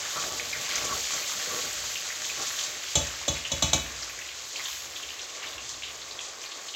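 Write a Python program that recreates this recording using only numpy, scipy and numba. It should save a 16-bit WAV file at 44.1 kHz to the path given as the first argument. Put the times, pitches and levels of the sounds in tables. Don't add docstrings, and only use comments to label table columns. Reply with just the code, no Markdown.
import sys
import numpy as np
from scipy import signal
from scipy.fft import rfft, irfft
from scipy.io import wavfile
from scipy.ndimage import uniform_filter1d
from numba import njit

SR = 44100
rng = np.random.default_rng(int(sys.argv[2]) if len(sys.argv) > 2 else 0)


def to_wav(s):
    ch = np.atleast_2d(s).T
    pcm = np.round(np.clip(ch, -1, 1) * 32767)
    wavfile.write(sys.argv[1], SR, pcm.astype(np.int16))


N = 297675


def undb(db):
    return 10 ** (np.asarray(db) / 20)


def unit(x):
    return x / np.sqrt(np.mean(x ** 2))


def curve(table):
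    s, *columns = np.transpose(table)
    return [np.interp(np.arange(N) / SR, s, column) for column in columns]


def colour(x, shape):
    hz, db = np.transpose(shape)
    f = np.fft.rfftfreq(len(x), 1 / SR) + 1
    gain_db = np.interp(np.log(f), np.log(hz), db, left=-90, right=-90)
    return unit(irfft(rfft(x) * undb(gain_db), len(x)))


def walk(rate):
    hold = int(SR / rate)
    levels = np.clip(rng.standard_normal(N // hold + 1), -2, 2)
    return uniform_filter1d(np.repeat(levels, hold), hold)[:N]


def crackle(share, spread_db):
    active = rng.random(N) < share
    return rng.standard_normal(N) * active * undb(spread_db * rng.exponential(1, N))


def swells(rows, rise, fall):
    t, power = np.arange(N) / SR, 0
    for s, length, *db in rows:
        onset = np.clip((t - s) / rise, 0, 1)
        release = np.exp(-np.clip(t - s - length, 0, None) / fall)
        power = power + (undb(db)[:, None] * onset * release) ** 2
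    return np.sqrt(power)


@njit
def grains(n, start, step, size, cycles, glide):
    out = np.zeros(n)
    for k in range(len(start)):
        w, phase, a = step[k], 0., size[k]
        fade, rise = np.exp(-w / cycles), 1 + glide * w / cycles
        for i in range(start[k], min(n, start[k] + int(6 * cycles / w))):
            phase += w
            out[i] += a * np.sin(phase) * min(phase / (2 * np.pi), 1.)
            a, w = a * fade, w * rise
    return out


def ring(x, hz, t60):
    pole = np.exp(2j * np.pi * hz / SR - np.log(1000) / (t60 * SR))
    return signal.lfilter([1], [1, -pole], x).imag


def struck(modes, t, rough):
    hz, db, t60 = np.transpose(modes)[:, :, None]
    flutter = uniform_filter1d(rng.standard_normal((len(hz), len(t))), size=200)
    swing = np.sin(2 * np.pi * (hz * t + rng.random(hz.shape)))
    swing = swing * (1 + rough * flutter / flutter.std())
    return np.sum(undb(db - 60 * t / t60) * swing, axis=0)


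# time in seconds, level in dB of the fizz of tiny bubbles,
# of the larger bubbles, and of the spray hiss.
FRYING_LEVELS = [(0.0, -35.5, -38, -48.5), (0.47, -35, -39, -49.5), (0.73, -36.5, -37, -48),
                 (0.96, -33, -36.5, -46.5), (1.49, -35.5, -37.5, -46.5), (1.8, -35, -39.5, -49),
                 (2.1, -37, -39, -51), (2.54, -35.5, -39.5, -49), (2.8, -39.5, -38.5, -53),
                 (3.38, -40, -41, -54), (3.65, -39.5, -40, -57), (3.82, -44, -42.5, -55),
                 (4.08, -42.5, -42, -59.5), (4.53, -42, -44.5, -58), (4.74, -40.5, -44, -49.5),
                 (5.08, -42.5, -42.5, -59.5), (5.85, -44.5, -46.5, -61), (6.75, -42.5, -46, -61.5)]
# start in seconds, length in seconds,
# level in dB of the fizz, of the larger bubbles, and of the spray.
FRYING_FLARES = [(.6, 0.035, -53, -57, -47), (.69, 0.074, -50, -34.5, -53), (.755, 0.033, -35, -38, -44),
                 (1.15, .05, -45, -53, -48), (1.26, 0.036, -45, -53, -55), (1.85, 0.089, -40, -53, -63),
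                 (2.24, 0.035, -39, -50, -60), (2.41, 0.066, -43, -43, -69), (2.59, .05, -38, -53, -57),
                 (4.09, 0.037, -55, -55, -51), (4.47, 0.021, -43, -60, -57), (4.56, 0.17, -43, -45.5, -57),
                 (4.68, 0.073, -50, -44, -57), (4.96, 0.022, -53, -43, -60), (5.29, 0.025, -45, -54, -70),
                 (5.35, 0.033, -61, -66, -63), (5.42, 0.048, -64, -43, -70), (5.69, 0.03, -37, -62, -63),
                 (5.83, 0.081, -62, -42.5, -68), (5.94, 0.02, -38.5, -62, -66),
                 (6.21, 0.046, -41.5, -60, -70), (6.42, 0.051, -56, -45, -59), (6.55, 0.024, -40, -60, -70)]
FLARE_RISE_S, FLARE_FALL_S = 0.0027, 0.0083
FRYING_TRIM_DB = -1.5


def frying():
    fizz_gain, bubble_gain, spray_gain = undb(curve(FRYING_LEVELS))
    fizz_flare, bubble_flare, spray_flare = swells(FRYING_FLARES, FLARE_RISE_S, FLARE_FALL_S)
    flurry = walk(30)
    mix = fizz(np.hypot(fizz_gain, fizz_flare), flurry)
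    mix = mix + larger_bubbles(np.hypot(bubble_gain, bubble_flare), flurry)
    mix = mix + spray_hiss(np.hypot(spray_gain, spray_flare), flurry)
    mix = mix + spits(fizz_gain) + pops()
    return undb(FRYING_TRIM_DB) * mix


# frequency in Hz, relative density in dB per Hz.
FIZZ_SPECTRUM = [(3000, -4), (4500, -1), (5400, -2.5), (6600, 3), (7400, -1), (8400, -8), (9500, -15.5),
                 (11000, -22)]


def fizz(gain, flurry):
    flicker_db = 1.44 * flurry + 1.3 * walk(60) + 0.62 * walk(10)
    return colour(crackle(0.3, 1.2), FIZZ_SPECTRUM) * gain * undb(flicker_db)


BUBBLE_HZ, BUBBLE_DRIFT = 3200, 0.078
BUBBLE_COUNT, BUBBLE_SPREAD = 20000, 0.4135


def larger_bubbles(gain, flurry):
    when, chance = rng.random((BUBBLE_COUNT, 2)).T
    start = (when * N).astype(np.int64)
    spread = BUBBLE_SPREAD * rng.standard_normal(len(start))
    hz = np.clip(BUBBLE_HZ * np.exp(BUBBLE_DRIFT * walk(8)[start] + spread), 900, 9000)
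    size = undb(np.minimum(-2.6 * np.log(1 - chance), 12))
    chirps = grains(N, start, 2 * np.pi * hz / SR, size, 12.7, 0.052)
    return unit(chirps) * gain * undb(0.63 * flurry + 0.3 * walk(20))


# frequency in Hz, relative density in dB per Hz.
SPRAY_SPECTRUM = [(8000, -38), (9500, -2), (11800, 1.5), (13500, -2), (16000, -7)]


def spray_hiss(gain, flurry):
    flicker_db = 0.63 * flurry + 0.9 * walk(60) + 1.9 * walk(12)
    return colour(crackle(0.23, 2.1), SPRAY_SPECTRUM) * gain * undb(flicker_db)


SPITS_PER_S, SPIT_HZ = 25, 5500
SPIT_DB = 13


def spits(fizz_gain):
    when, pitch, weakness = rng.random((int(SPITS_PER_S * N / SR), 3)).T
    start = (when * N).astype(np.int64)
    hz = SPIT_HZ * np.exp(0.7 * (pitch - 0.5))
    size = fizz_gain[start] * undb(SPIT_DB - 8 * weakness)
    return grains(N, start, 2 * np.pi * hz / SR, size, 25., 0.04)


# start in seconds, length in seconds, level in dB
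STROKES = [(0, 0.064, -56, -73, -53), (.157, 0.028, -48, -65, -33), (.22, 0.15, -42.5, -54, -52),
           (.31, 0.026, -50, -57, -41.5), (.37, 0.11, -48, -52, -51), (.55, 0.11, -48.5, -58, -53),
           (.685, 0.068, -45.5, -59, -45), (.77, 0.23, -43.5, -52.5, -53), (.82, 0.028, -45, -58, -35.5),
           (.89, 0.052, -60, -60, -34), (1.13, 0.026, -45.5, -71, -42), (1.35, .1, -46.5, -73, -50),
           (1.47, 0.13, -47.5, -42.5, -42), (1.5, 0.018, -58, -55, -40), (1.555, 0.024, -55, -58, -40.5),
           (1.63, 0.034, -45, -55, -45), (1.76, 0.033, -55, -58, -55), (2.37, 0.06, -44.5, -51, -43),
           (2.6, 0.11, -73, -76, -67)]
STROKE_RISE_S, STROKE_FALL_S = 0.003, 0.029
# level in dB of the drag, of the hollow tone, and of the squeal.
REST_LEVELS = (-53.5, -88, -55.5)
LIFTED_S = 2.8
# frequency in Hz, bandwidth in Hz, relative level in dB.
POT_RESONANCES = [(300, 170, -38), (495, 20, -29), (616, 40, 18.5), (785, 210, 19.5), (1490, 540, -20),
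                  (1135, 27, 6.5), (1300, 120, 0)]


def stirring():
    strokes = STROKES + [(0.0022, LIFTED_S, *REST_LEVELS)]
    drag_gain, hollow_gain, squeal_gain = swells(strokes, STROKE_RISE_S, STROKE_FALL_S)
    slip = crackle(0.3, 1.5) * undb(1.3 * walk(40))
    tones = []
    for hz, width, db in POT_RESONANCES:
        t60 = np.log(1000) / np.pi / width
        tones.append(undb(db) * unit(ring(slip, hz, t60)))
    drag = drag_gain * unit(sum(tones[:5]))
    hollow = hollow_gain * unit(tones[1])
    squeal = squeal_gain * unit(sum(tones[5:]))
    return drag + hollow + squeal


# time in seconds, level in dB.
RUMBLE_LEVELS = [(0, -56), (.22, -74), (.42, -56), (.58, -49.5), (.7, -65), (.82, -51), (1.0, -50),
                 (1.1, -60), (1.3, -70), (1.58, -62), (1.7, -55), (1.9, -55), (2.0, -64), (2.3, -62),
                 (2.85, -62), (3.9, -51.5), (4.3, -60.5), (4.57, -63), (4.9, -59.5), (5.38, -67),
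                 (5.6, -55), (6.26, -63), (6.35, -68), (6.47, -72.5), (6.75, -67)]
# frequency in Hz, relative density in dB per Hz.
RUMBLE_SPECTRUM = [(28, -35), (58, 2), (80, -4.5), (100, -6), (135, -5), (190, -31.5), (260, -9)]


def rumble():
    return colour(rng.standard_normal(N), RUMBLE_SPECTRUM) * undb(curve(RUMBLE_LEVELS)[0])


# frequency in Hz, relative density in dB per Hz.
KITCHEN_SPECTRUM = [(110, -38), (190, -19.5), (340, -7), (570, -4), (760, -5.5), (960, -9.5), (1120, -0.5),
                    (1300, -9.5), (2500, -11.5)]
KITCHEN_DB = -49.5


def kitchen_hum():
    waver_db = 1.2 * walk(3) + 1.5 * walk(15)
    return colour(rng.standard_normal(N), KITCHEN_SPECTRUM) * undb(KITCHEN_DB + waver_db)


ROOM_T60_S, ROOM_DB = 0.4, -6
TAIL_S, FIRST_ECHO_S = 0.4, 0.003


def room(x):
    t = np.arange(int(TAIL_S * SR)) / SR
    late = t > FIRST_ECHO_S
    spectrum = rfft(rng.standard_normal(len(t)) * 10 ** (-3 * t / ROOM_T60_S) * late)
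    tail = irfft(spectrum / np.abs(spectrum), len(t))
    tail = tail * late * np.clip((TAIL_S - t) / 0.2, 0, 1)
    tail = signal.sosfilt(signal.butter(2, 180, "high", fs=SR, output="sos"), tail)
    tail = tail / np.sqrt(np.sum(tail ** 2))
    return x + undb(ROOM_DB) * signal.fftconvolve(x, tail)[:N]


# start in seconds, level in dB (4 dB is taken off), starting pitch in Hz.
BIG_BUBBLES = [(0.3958, -21, 2360), (0.5288, -20, 2050), (0.55, -26, 1880), (0.575, -36, 2120),
               (0.756, -12, 6020), (0.8461, -13, 6400), (0.9394, -24, 4180), (1.0024, -29, 6850),
               (1.1383, -17.5, 6610), (1.7277, -21, 7440), (1.9553, -19, 2820), (1.969, -26, 6300),
               (2.099, -24, 2170), (2.2504, -22.5, 3420), (2.2949, -20.5, 2480), (2.417, -17, 5700),
               (2.5893, -18, 3470), (3.068, -19, 6500), (3.3627, -22.5, 2360), (3.4485, -19, 3000),
               (3.461, -25, 2900), (4.025, -18.5, 5400), (4.0955, -26.5, 2320), (4.1897, -23, 6600),
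               (4.189, -27, 1870), (4.214, -26, 2470), (4.2884, -26, 3080), (4.558, -24.5, 2860),
               (4.565, -24, 4100), (4.588, -33, 1185), (4.593, -24.5, 2150), (4.608, -31, 2200),
               (4.631, -30, 3200), (4.6544, -19.5, 3200), (4.6844, -25, 3240), (4.9595, -23, 3260),
               (5.028, -25.5, 2800), (5.0873, -24, 3050), (5.104, -28, 3180), (5.1933, -26, 3280),
               (5.2147, -24, 5360), (5.293, -30, 2920), (5.299, -27, 6030), (5.3642, -26, 5500),
               (5.431, -25, 2630), (5.4694, -26, 3380), (5.5224, -26, 3430), (5.5803, -23, 2740),
               (5.74, -27.5, 3420), (5.8222, -24, 2560), (5.8343, -21.5, 3120), (5.8647, -27, 3230),
               (6.0166, -25, 4060), (6.11, -25, 3900), (6.1905, -24.5, 3060), (6.215, -26, 6700),
               (6.4157, -23.5, 6060), (6.4372, -27, 2400), (6.4607, -26.5, 4210), (6.5167, -25, 3460),
               (6.539, -30, 4100), (6.6842, -24.5, 3480), (6.7402, -19, 2980)]


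def pops(count=14, flurry_ms=12):
    s, db, hz = np.transpose(BIG_BUBBLES)[:, :, None]
    follower = np.arange(count) > 0
    late = rng.exponential(1, (len(s), count)) * follower
    pitch = hz * np.exp(0.12 * rng.standard_normal(late.shape) * follower)
    start = ((s + late * flurry_ms / 1000) * SR).astype(np.int64)
    size = undb(db - 4 - (1 + 2.7 * late) * follower)
    return grains(N, start.ravel(), 2 * np.pi * pitch.ravel() / SR, size.ravel(), 27.0, 0.04)


# start in seconds, overall level in dB, then relative levels in dB of
# and last the chatter's decay time in ms.
KNOCKS = [(2.953, -8, -17, 3.5, -2.5, -4, 0, 6.4), (3.279, -12, -16.5, 5, -9, -10, -1, 6.1),
          (3.516, -14.5, -17.5, 4.5, -7.5, -8, -2.5, 6), (3.623, -7, -18, 3.5, -19, -2.5, -7.5, 4.8),
          (3.731, -7.5, -19.5, 3, -25, 4, -12, 9.1)]
KNOCK_RISE_S = 0.0023


def knocks():
    out, t = np.zeros(N + SR), np.arange(SR // 2) / SR
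    rise = np.clip(t / KNOCK_RISE_S, 0, 1)
    for s, db, thud_db, pot_db, rim_db, free_db, treble_db, chatter_ms in KNOCKS:
        blow = undb(-13.5) * skimmer_ring(t, free_db, treble_db)
        blow = blow + undb(pot_db - 21.5) * pot_ring(t, rim_db)
        blow = blow + undb(-13.0) * chatter(t, chatter_ms)
        blow = blow + undb(thud_db) * hob_thud(t)
        i = int(s * SR)
        out[i:i + len(t)] += undb(db) * rise * blow
    return out[:N]


# frequency in Hz, relative level in dB, t60 in seconds.
SKIMMER_MODES = [(2560, -18, 0.41), (2980, -12.5, 0.32), (3080, -14, 0.081), (3420, 0, 0.12),
                 (3420, -7, 0.11), (3790, -11, 0.12), (3850, -1, 0.078), (4200, -8.5, 0.12),
                 (5400, -22, 0.51), (5270, -22, .1), (6100, 1, 0.11), (5600, -17, 0.17), (6610, 0.5, 0.073),
                 (6580, -1.5, 0.11), (6500, -10, 0.11), (7140, -5, 0.14), (7460, 2, 0.05)]
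# frequency in Hz, relative level in dB, t60 in seconds.
HANDLE_MODE = (2304, -13, 0.36)


def skimmer_ring(t, free_db, treble_db):
    modes = [(hz, db + treble_db * (hz > 5000), t60) for hz, db, t60 in SKIMMER_MODES]
    return struck(modes, t, rough=0.65) + undb(free_db) * struck([HANDLE_MODE], t, rough=0.08)


# frequency in Hz, relative level in dB, t60 in seconds.
POT_MODES = [(225.6, -17, 0.46), (251, -16, 0.35), (272.4, -15, .35), (309.7, -14.5, 0.31),
             (349, -15.5, 0.37), (374, -21.5, 0.33), (494, -14.5, 0.083), (553, -7.5, 0.21),
             (587, -5.5, 0.1), (644.5, -10.5, 0.37), (662, -0.5, 0.064), (783, -4, 0.049),
             (854.4, -13, 0.19), (886, -10.5, 0.19), (1115, -15.5, 0.34), (1210, -12.5, 0.14)]
# frequency in Hz, t60 in seconds.
RIM_MODE = (575, 0.5)
SPOT_DB = 2


def pot_ring(t, rim_db):
    spot_db = SPOT_DB * rng.standard_normal(len(POT_MODES))
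    modes = [(hz, db + spot, t60) for (hz, db, t60), spot in zip(POT_MODES, spot_db)]
    rim_hz, rim_t60 = RIM_MODE
    return struck(modes + [(rim_hz, rim_db, rim_t60)], t, rough=0.55)


# frequency in Hz, relative density in dB per Hz.
CHATTER_SPECTRUM = [(150, -31), (600, -4), (1500, -4.5), (3600, -7), (5000, 0), (6500, 11.5), (7600, 3),
                    (9500, -8.5), (16000, -19)]


def chatter(t, decay_ms):
    envelope = np.exp(-t * 1000 / decay_ms) + 0.25 * np.exp(-t / 0.049)
    return colour(rng.standard_normal(len(t)), CHATTER_SPECTRUM) * envelope


# frequency in Hz, relative level in dB at the swing's peak, t60 in seconds.
HOB_MODES = [(61.9, -10.5, 0.58), (79.2, -4, 0.32), (115.8, -14.5, 0.5), (139.2, -7.5, 0.27),
             (158, -11, 0.25), (205, -16, 0.23)]
THUD_LATE_S = 0.0207


def hob_thud(t):
    late = t - THUD_LATE_S
    swing = np.clip(t / THUD_LATE_S, 0, 1)
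    modes = [undb(db - 60 * late / t60) * np.sin(2 * np.pi * hz * late) for hz, db, t60 in HOB_MODES]
    return swing * sum(modes)


def scene():
    return (room(frying()) + stirring() + rumble() + kitchen_hum() + room(knocks()))[None]


# frequency in Hz, gain in dB.
PORT_RESPONSE = [(20, -0.5), (7400, 1), (8400, -6.5), (9500, -13.5), (11500, -2), (22050, 6.5)]
LOW_HZ, TOP_HZ = 53, 15830


def record(dry):
    hz = [0] + [f for f, _ in PORT_RESPONSE[:-1]] + [SR / 2]
    gain = undb([0] + [db for _, db in PORT_RESPONSE])
    port = signal.firwin2(255, hz, gain, fs=SR)
    through_port = signal.fftconvolve(dry, port[None], "same")
    thin = signal.sosfilt(signal.butter(4, LOW_HZ, "high", fs=SR, output="sos"), through_port)
    return signal.sosfilt(signal.ellip(10, 0.2, 70, TOP_HZ, fs=SR, output="sos"), thin)


dry = scene()
out = record(dry)
to_wav(out)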